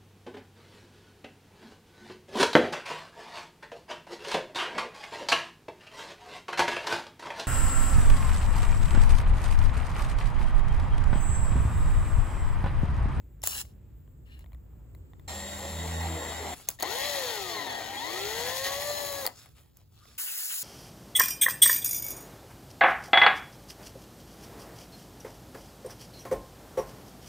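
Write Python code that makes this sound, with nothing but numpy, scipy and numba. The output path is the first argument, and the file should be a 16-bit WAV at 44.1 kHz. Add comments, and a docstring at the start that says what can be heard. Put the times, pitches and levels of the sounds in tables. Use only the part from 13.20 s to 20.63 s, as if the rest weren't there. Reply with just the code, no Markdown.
"""A workshop bench, close to a phone's two microphone ports, with machines rumbling far off. A valve clicks
and a can hisses oil through its straw onto a tap. A cordless drill creeps the tap into an aluminium part,
gears rattling, the part buzzing on the bench. A glove rustles, the drill is switched over and backs the
tap out, its whine sagging and recovering. The glove rustles again, then an air gun blows the part clean."""
import sys
import numpy as np
from scipy import signal
from scipy.fft import rfft, irfft, next_fast_len
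from scipy.io import wavfile
from scipy.ndimage import uniform_filter1d
from numba import njit

SR = 44100
rng = np.random.default_rng(int(sys.argv[2]) if len(sys.argv) > 2 else 0)


def dump(signal):
    """Clip the signal to [-1, 1] and save it as 16-bit WAV at the path in sys.argv[1]."""
    limited = np.clip(np.atleast_2d(signal).T, -1, 1)
    pcm = np.round(limited * 32767).astype(np.int16)
    wavfile.write(sys.argv[1], SR, pcm)


N = 327663
T = np.arange(N) / SR


def undb(db):
    return 10 ** (np.asarray(db) / 20)

def unit(x):
    return x / np.sqrt(np.mean(x ** 2))

def butter(order, hz, kind="low"):
    return signal.butter(order, hz, kind, fs=SR, output="sos")

def band_unit(x, lo_hz, hi_hz):
    """Scale so that one band has rms 1."""
    band = signal.sosfilt(butter(3, [lo_hz, hi_hz], "band"), x)
    return x / np.sqrt(np.mean(band ** 2))

def gate(start_s, end_s):
    """Open between two times, with 2 ms edges."""
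    return uniform_filter1d(1. * ((T > start_s) & (T < end_s)), 90)

def curve(rows):
    """A timed table's columns at every sample, then a gate open over its span."""
    times, *columns = np.transpose(rows)
    return [np.interp(T, times, column) for column in columns] + [gate(times[0], times[-1])]

def bursts(rows, attack_s, fall_db_s):
    """Gain of (start_s, hold_s, level_db) events: a straight rise, a hold, a steady fall in dB."""
    return sum(undb(db - fall_db_s * np.clip(T - start - attack_s - hold, 0, 1))
               * np.clip((T - start) / attack_s, 0, 1) * (T < start + 1) for start, hold, db in rows)

def walk(rate_hz):
    """Smoothed random steps with a spread near 1."""
    hold = int(SR / rate_hz)
    steps = np.repeat(rng.standard_normal(N // hold + 1), hold)
    return 1.3 * uniform_filter1d(uniform_filter1d(steps, hold), hold)[:N]

@njit
def bandpass(x, hz, width_hz):
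    """State-variable band-pass, gain 1 at the centre."""
    y, band, low = np.empty(len(x)), 0., 0.
    g, damping = np.tan(np.pi * hz / SR), width_hz / hz
    for i in range(len(x)):
        v = (band + g * (x[i] - low)) / (1 + g * (g + damping))
        band, low, y[i] = 2 * v - band, low + 2 * g * v, damping * v
    return y

def noise_band(hz, width_hz):
    return unit(bandpass(rng.standard_normal(N), float(hz), float(width_hz)))

def shape(x, colour, peaks=()):
    """Filter by (freq_hz, level_db) points and (freq_hz, width_hz, lift_db) resonances."""
    size = next_fast_len(N)
    f = np.arange(size // 2 + 1) * SR / size + 1
    freqs, levels = np.transpose(colour)
    db = np.interp(np.log(f), np.log(freqs), levels)
    db += sum(lift / (1 + (2 * (f - hz) / width) ** 2) for hz, width, lift in peaks)
    return irfft(rfft(x, size) * undb(db), size)[:N]

def hiss(flicker_db, rate_hz, grain_db):
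    """Grainy noise whose half-octave bands flicker independently."""
    grains = rng.standard_normal(N)
    grains *= undb(grain_db * uniform_filter1d(rng.standard_normal(N), 40) * np.sqrt(40))
    return sum(undb(flicker_db * walk(rate_hz)) * bandpass(grains, hz, hz / 1.9)
               for hz in 40 * 2 ** np.arange(0, 8.8, .5))

def tone(hz, waver_db, rate_hz):
    """A sine of rms near 1 whose strength wavers."""
    phase = 2 * np.pi * np.cumsum(hz * np.ones(N)) / SR
    return np.sqrt(2) * np.sin(phase) * undb(waver_db * walk(rate_hz))


# The far end of the shop: time_s, machines_db, fan_db
SHOP_LEVELS = [(0, -54.5, -49), (1.6, -51.5, -49.5), (2.1, -50.5, -58), (3.4, -57.5, -66),
               (6.25, -60.5, -74), (6.97, -62, -71), (6.985, -71, -80), (7.43, -81, -85)]
# Machines as heard from the bench: freq_hz, level_db
SHOP_COLOUR = [(25, -31.5), (45, -13), (85, -5.5), (120, -8.5), (220, -21.5), (400, -27.5), (700, -39.5),
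               (1500, -46), (2700, -52), (6000, -62), (7900, -50), (9500, -67), (15500, -64)]

def far_machines(squeal_hz=14800, squeal_db=-81.5):
    """Distant rumble, alike at both ports in the bass, with a fan's boom and a thin high squeal."""
    machines_db, fan_db, _ = curve(SHOP_LEVELS)
    mid, side = (shape(hiss(2.4, 6, 0), SHOP_COLOUR) for _ in range(2))
    side = signal.sosfilt(butter(1, 300, "high"), side)
    rumble = np.array([mid + side, mid - side]) / np.std(mid)
    squeal = tone(squeal_hz, 3, 30) + .64 * noise_band(squeal_hz - 100, 400)
    boom = unit(bandpass(noise_band(57, 28), 57., 14.))
    return undb(machines_db) * rumble + undb(fan_db) * boom + undb(squeal_db) * squeal


# Valve, switch, trigger and small knocks, close by: start_s, level_db, ring_hz, body_share_db
CLICKS = [(0.2183, -33, 5530, -18.5), (0.2379, -17.5, 7250, -7.5), (0.263, -21.5, 7200, -40.5),
          (0.2726, -9, 6970, -17), (0.4505, -45, 4220, -2), (0.8766, -60, 3430, 6),
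          (1.1917, -41.5, 6930, -10), (1.208, -49, 3500, -4), (1.2424, -48, 3440, 2), (1.261, -56, 3720, 7),
          (1.32, -57, 3340, 6.5), (1.3313, -52.5, 6860, 5), (1.3468, -54.5, 7020, 6),
          (1.749, -49, 7050, 3.5), (1.934, -55.5, 3350, 10.5), (1.996, -51, 7200, 4), (3.399, -49, 4250, 8),
          (3.487, -8.5, 6380, -17.5), (3.5024, -26.5, 7470, -23.5), (3.512, -31, 4630, -25),
          (3.5995, -27.5, 6700, -5.5), (3.607, -26, 4290, -1), (3.6243, -12, 4450, -30),
          (3.6284, -16, 6430, -6), (6.0537, -26.5, 3860, 5.5), (6.0644, -9, 4700, -15),
          (6.0735, -16, 4300, -8), (6.2586, -40, 5000, -4), (6.289, -46, 4940, -7), (6.57, -40, 7000, -25),
          (6.8543, -47, 3370, 1)]
# Modes of the plastic body: pitch_hz, level_db, t60_s
BODY_MODES = [(700, 1, 0.015), (1015, -3, 0.019), (2000, -1.5, 0.015), (3540, -1, 0.0074)]

def plastic_clicks(pan_db=6, rise_s=.0007):
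    """Left of centre, each click is a crack, a short high ring and body modes, a little detuned."""
    out, t = np.zeros(N), np.arange(1500) / SR
    for start_s, db, ring_hz, body_db in CLICKS:
        crack = .53 * rng.standard_normal(len(t)) * (.87 * np.exp(-t / .0013) + .16 * np.exp(-t / .005))
        edge = .5 * np.diff(crack, prepend=0) * (ring_hz / 7000) ** 1.2
        ring = np.sin(2 * np.pi * ring_hz * t) * np.exp(-t / .0018) * (db > -40)  # soft ones stay dry
        detunes = np.exp(.1 * rng.standard_normal(len(BODY_MODES)))
        body = sum(undb(mode_db - 60 * t / t60) * np.sin(2 * np.pi * hz * detune * t)
                   for detune, (hz, mode_db, t60) in zip(detunes, BODY_MODES))
        click = edge + .33 * crack + .4 * ring + .54 * undb(body_db) * body
        i = int(start_s * SR)
        out[i:i + len(t)] += undb(db) * click * np.clip(t / rise_s, 0, 1)
    return out * undb([[pan_db / 2], [-pan_db / 2]])


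# The full squirt and a weak second one: start_s, hold_s, level_db
SQUIRT = [(.228, .18, -39)]
DRIBBLE = [(1.05, 0.16, -64)]
# Their mists at close range: freq_hz, level_db
SQUIRT_COLOUR = [(200, -9.5), (400, -13), (1050, -6), (1500, -8), (2000, -11.5), (2800, -3.5), (4200, -5.5),
                 (5300, -1.5), (9000, -1.5), (12000, -3), (15500, -2)]
DRIBBLE_COLOUR = [(300, -13), (1200, -5), (2800, -1), (5000, -12), (7000, -16), (11500, -13), (15500, -16)]
# Resonances of the straw: freq_hz, width_hz, lift_db
STRAW = [(1750, 300, 11), (2850, 330, 12), (4100, 450, 10), (5600, 500, 5)]

def oil_spray():
    """Gas hisses through the straw; a last mist trails off after the valve shuts."""
    mist = hiss(3, 40, 2.4)
    flow = bursts(SQUIRT, .0061, 1400) + undb(-15.5) * bursts(SQUIRT, .008, 224)
    full_flow_straw = np.array(STRAW) * [1, 1, .7]  # resonances stand out less at full flow
    squirt = band_unit(shape(mist, SQUIRT_COLOUR, full_flow_straw), 2000, 14000)
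    dribble = band_unit(shape(mist, DRIBBLE_COLOUR, STRAW), 2100, 14000)
    return flow * squirt + bursts(DRIBBLE, .014, 900) * dribble


# Resonances of the drill's housing: freq_hz, width_hz, lift_db
HOUSING = [(820, 507, 9), (1969, 320, 11.5), (3294, 500, 7.5), (4230, 740, 10), (6360, 2300, 8.5)]

def gear_rattle(colour, low_gain, treble_gain, top_gain, throb):
    """Teeth and bearings rattle through the housing; lows, treble and top each have their own gain."""
    rattle = band_unit(shape(hiss(1.08, 25, 1.83), colour, HOUSING), 210, 3400)
    low = signal.sosfiltfilt(butter(2, 2500), rattle)
    high = band_unit(rattle - low, 2900, 6500)
    treble = signal.sosfiltfilt(butter(2, 8000), high)
    return low * low_gain * np.sqrt(throb) + (treble * treble_gain + (high - treble) * top_gain) * throb


# Partials of the speed switch: multiple, forward_db, reverse_db
CHOP_PARTIALS = [(1, -56, -50.5), (2, -53, -57), (3, -64, -82), (4, -49, -81), (8, -83, -69)]

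def switch_whistle(backwards, waver_db, rate_hz, chop_hz=1865.2):
    """The speed switch chops the current and whistles at a steady pitch."""
    return sum(undb(reverse_db if backwards else forward_db) * tone(k * chop_hz, waver_db, rate_hz)
               for k, forward_db, reverse_db in CHOP_PARTIALS)


# Low rattle swelling as the tap goes in: time_s, relative_db
CREEP_LEVELS = [(2.078, -41), (2.55, -39), (2.7, -35.5), (3.343, -34)]
# Slow gears at close range: freq_hz, level_db
CREEP_COLOUR = [(60, -10), (220, 6), (700, 4.5), (1050, 0.5), (1500, -2.5), (2700, -5), (5300, -14),
                (9000, -10.5), (12000, -10), (15500, -13.5)]
# Faint glides of the straining motor: start_s, end_s, from_hz, to_hz, level_db
STRAIN_GLIDES = [(2.118, 2.38, 547, 592, -52), (2.421, 2.59, 556, 579, -49),
                 (2.623, 3.103, 447.4, 479, -49.5), (2.867, 2.993, 330, 320, -45.5),
                 (3.151, 3.343, 439, 353, -48.5)]

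def drill_forward():
    """The drill creeps in under load: gears rattle, the switch whistles, the motor strains."""
    low_db, running = curve(CREEP_LEVELS)
    strain = np.zeros(N)
    for start_s, end_s, from_hz, to_hz, db in STRAIN_GLIDES:
        hz = np.interp(T, [start_s, end_s], [from_hz, to_hz]) * (1 + .012 * walk(30.03))
        strain += gate(start_s, end_s) * undb(db) * tone(hz, .66, 24.46)
    whistle = switch_whistle(backwards=False, waver_db=1.5, rate_hz=8.7)
    rattle = gear_rattle(CREEP_COLOUR, undb(low_db - 2), undb(-44.5), undb(-44.5), throb=.65)
    return running * (rattle + whistle) + strain


# Partials of the part against the bench: multiple, light_db, pressed_db
BUZZ_PARTIALS = [(1, -45.5, -35), (2, -68, -43), (3, -72, -54)]

def bench_buzz(light_hz=79, pressed_hz=83, drone_hz=198):
    """The part hums under the drill, higher and harsher while pressed hard; a low drone opens it."""
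    running = curve(CREEP_LEVELS)[-1]
    press = np.interp(T, [2.43, 2.6, 2.95, 3.01], [0, 1, 1, 0])
    hz = light_hz + (pressed_hz - light_hz) * press
    buzz = sum(undb(light_db + (pressed_db - light_db) * press) * tone(k * hz, 1.34, 12)
               for k, light_db, pressed_db in BUZZ_PARTIALS)
    return running * buzz + bursts([(2.08, .41, -49)], .1, 150) * tone(drone_hz, .6, 12)


# A gloved hand moving near the microphone: start_s, hold_s, level_db
RUSTLES = [(3.32, 0.077, -51.5), (3.47, 0.0024, -47.5), (6.055, .005, -48.5), (6.15, 0.092, -61.5),
           (6.35, 0.027, -62), (6.55, 0.026, -71), (6.71, 0.14, -68), (6.86, .04, -66.5),
           (6.92, 0.012, -72)]
# Rubbing rubber: freq_hz, level_db
RUBBER_COLOUR = [(300, -3.5), (1200, -7), (2000, -10.5), (4000, -7), (7000, -10.5), (11000, -12.5),
                 (15500, -15.5)]

def glove(hollow_hz=1230.):
    """Rubber rustles, never quite still once the drill stops; a finger drags over the part's hollow."""
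    rub = hiss(4, 25, 3)
    rubber = band_unit(shape(rub, RUBBER_COLOUR, [(1300, 150, 2.4), (3340, 260, 2.6)]), 840, 14000)
    movement = bursts(RUSTLES, .023, 260) + undb(-77.5) * (T > 6.08)
    hollow = unit(bandpass(bandpass(rub, hollow_hz, 400.), hollow_hz, 400.))
    return movement * rubber + bursts([(6.77, .041, -64)], .038, 300) * hollow


# The motor's whine while backing out: time_s, pitch_hz
MOTOR_PITCH = [(3.65, 299), (3.73, 452.4), (3.79, 539), (3.87, 589.4), (3.96, 563), (4.2, 398), (4.43, 287),
               (4.55, 240.7), (4.66, 224.1), (4.78, 241), (4.87, 308.2), (4.97, 376), (5.08, 421.4),
               (5.31, 516.6), (5.5, 552.2), (5.7, 587.5), (6.01, 558), (6.06, 509)]
# How speed sets the balance: pitch_hz, whine_db, mesh_db, treble_db, top_db
LEVELS_BY_SPEED = [(219, -54, -46.5, -46, -49), (281, -44, -41.5, -44.5, -47), (388, -39, -44, -40, -42),
                   (545, -38.5, -43.5, -38, -37.5), (593, -37.5, -49, -37.5, -37.5)]
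# Partials of motor and gear mesh, both on the whine's pitch: multiple, relative_db
WHINE_PARTIALS = [(1, 0), (2, -10), (3, -14), (7, -17), (7.35, -25), (8, -22), (9, -17), (11.7, -20),
                  (12, -25), (17, -28), (18, -28), (20, -26)]
MESH_PARTIALS = [(1.31, -8), (3.39, -2), (6.78, -10), (10.1, -13), (13.4, -11)]
# Throb from the chuck's runout: time_s, depth
RUNOUT_DEPTH = [(4.95, 0.02), (5.4, 0.3), (5.75, .08), (6.08, 0)]
# Fast gears at close range: freq_hz, level_db
RUN_COLOUR = [(50, -17.5), (95, -4.5), (220, -2), (400, 5), (700, 5.5), (1500, -3.5), (2700, -5),
              (5300, -11.5), (9000, -17.5), (12000, -10.5), (15500, -13)]
# The gearbox lurching at start and stop: start_s, hold_s, level_db
JOLTS = [(3.625, 0.0074, -34.5), (3.7, 0.0057, -55), (6.068, 0.0035, -38.5)]
# The drill's bass: time_s, level_db
THRUM_LEVELS = [(3.6, -57), (4.8, -63), (5.2, -50.5), (6.06, -55.5)]

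def drill_reverse(on_s=3.588, off_s=6.062, spin_up_s=.1, cycles_per_turn=46, throb_peak_s=5.46):
    """Motor and gear tones follow the speed; the chuck's runout makes the gears throb once a turn."""
    hz, spinning = curve(MOTOR_PITCH)
    speeds, *levels = np.transpose(LEVELS_BY_SPEED)
    whine_db, mesh_db, treble_db, top_db = (np.interp(np.log(hz), np.log(speeds), db) for db in levels)
    trigger = gate(on_s, off_s)
    free = np.interp(T, [5.43, 5.93], [0, 1])  # the tap runs free: mesh and treble rattle fade
    turns = np.cumsum(hz) / cycles_per_turn / SR
    turns -= np.interp(throb_peak_s, T, turns)
    throb = 1 + curve(RUNOUT_DEPTH)[0] * np.cos(2 * np.pi * turns)
    # the motor's upper tones only stand out near full speed
    whine = sum(undb(db + .5 * free * (k > 4)) * (hz / 585) ** min(k - 1, 5)
                * tone(k * hz * (1 + .003 * walk(30)), 1.9, 30) for k, db in WHINE_PARTIALS)
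    # the gears' upper tones sing under load
    mesh = sum(undb(db) * (300 / np.maximum(hz, 300)) ** (k / 4.3)
               * tone(k * hz * (1 + .013 * walk(70)), 2.8, 70) for k, db in MESH_PARTIALS)
    tones = undb(whine_db) * whine + undb(mesh_db - 18 * free) * mesh * throb
    tones = shape(tones, [(100, -10), (15000, -1)], HOUSING)
    whistle = switch_whistle(backwards=True, waver_db=3.1, rate_hz=30)
    whistle *= np.interp(T, [5.2, 5.6], [1, .3])  # less chopping as the trigger is squeezed home
    spin = trigger * np.clip(.27 + (T - on_s) / spin_up_s, 0, 1)
    low = spin * undb(-41.5 + 1.6 * walk(14)) + bursts(JOLTS, .0027, 380)
    rattle = gear_rattle(RUN_COLOUR, low, spin * undb(treble_db - 9.5 * free), spin * undb(top_db), throb)
    thrum = undb(curve(THRUM_LEVELS)[0]) * noise_band(88, 47)
    return rattle + trigger * (whistle + thrum) + spinning * tones


# The air jet at close range: freq_hz, level_db
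JET_COLOUR = [(200, -30), (700, -21.5), (1050, -23), (1500, -22), (2700, -23), (3800, -7.5), (5300, -7),
              (7200, -8.5), (9000, -6), (12000, -4), (15500, -6)]
# Breathy whistles on edges: pitch_hz, width_hz, relative_db
EDGE_WHISTLES = [(7080, 300, -9.5), (10300, 350, -15), (11900, 350, -18), (14700, 400, -8.5)]
# The jet crossing a bore: start_s, hold_s, level_db
BORE_CROSSINGS = [(6.97, 0.012, -48), (7.06, 0.059, -48.5), (7.29, 0.011, -46)]
# The bore's peak and dip: freq_hz, width_hz, lift_db
BORE = [(1520, 220, 7), (2400, 580, -7)]

def air_gun(start_s=6.978, jet_db=-43, steady_roar_db=-53):
    """The jet hisses and whistles on edges; the bore's roar swells when the jet crosses it."""
    jet_peaks = [(7600, 650, 1.9), (10200, 350, 1.9), (14200, 800, 2.2)]
    jet = band_unit(shape(hiss(2.6, 40, 1.1), JET_COLOUR, jet_peaks), 2800, 8600)
    jet += sum(undb(db + 3.6 * walk(9)) * noise_band(hz, width) for hz, width, db in EDGE_WHISTLES)
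    roar = unit(shape(hiss(4.2, 30, 1.4), [(500, -21.5), (1200, -8.5), (2700, 7.5), (4500, -16)], BORE))
    roar *= undb(steady_roar_db) + bursts(BORE_CROSSINGS, .014, 175)
    valve = np.clip((T - start_s) / .004, 0, 1)
    return valve * (undb(jet_db) * jet + roar)


def place(x, pan_db, lag_samples, scatter_s=.006, scatter_share=.6):
    """Above the bass the left port is louder and earlier; the right hears much of it off the bench."""
    bass = signal.sosfilt(butter(1, 200), x)
    upper = x - bass
    scatter = rng.standard_normal((4, 1200)) * np.exp(-np.arange(1200) / SR / scatter_s)
    paths = [signal.fftconvolve(upper, echo / np.linalg.norm(echo))[:N] for echo in scatter]
    bounced = sum(path * walk(25) for path in paths) / 2  # hands and tools move, so paths take turns
    right = np.sqrt(1 - scatter_share) * np.roll(upper, lag_samples) + np.sqrt(scatter_share) * bounced
    return bass + np.array([upper * undb(pan_db / 2), right * undb(-pan_db / 2)])

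def room(x, t60_s=.25, wet_db=-20):
    """Bench and walls send back a decaying scatter, different at each port, without the bass."""
    t = np.arange(int(.4 * SR)) / SR
    tails = rng.standard_normal((2, len(t))) * undb(-60 * t / t60_s)
    tails = signal.sosfilt(butter(1, 300, "high"), tails / np.linalg.norm(tails[0]))
    return x + undb(wet_db) * signal.fftconvolve(x.mean(0, keepdims=True), tails, axes=1)[:, :N]

def scene():
    """The work close by and left of the microphone, the shop far behind it."""
    near = (plastic_clicks()
            + place(oil_spray(), pan_db=2.6, lag_samples=10)
            + place(drill_forward(), pan_db=1.95, lag_samples=2)
            + place(glove(), pan_db=1.5, lag_samples=2)
            + place(drill_reverse(), pan_db=6.1, lag_samples=2)
            + place(air_gun(), pan_db=3.7, lag_samples=6))
    return far_machines() + room(near) + bench_buzz() * undb([[-.7], [.7]])

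def record(dry):
    """The phone feeds one port's treble to both sides, late and inverted on the left; the top is cut."""
    crossover_hz, lag_samples, top_hz = 6600, 10, 15900
    size = next_fast_len(N)
    f = np.arange(size // 2 + 1) * SR / size
    share = np.clip((f - crossover_hz) / 1200 + .5, 0, 1)
    ports = rfft(dry, size)
    delay = np.exp(-2j * np.pi * f * lag_samples / SR)
    treble = undb(2.5) * np.array([-delay * ports[0], ports[0]])
    mixed = irfft(ports * (1 - share) + treble * share, size)[:, :N]
    return signal.sosfilt(signal.ellip(10, .2, 70, top_hz, fs=SR, output="sos"), mixed)


dry = scene()
out = record(dry)
dump(out)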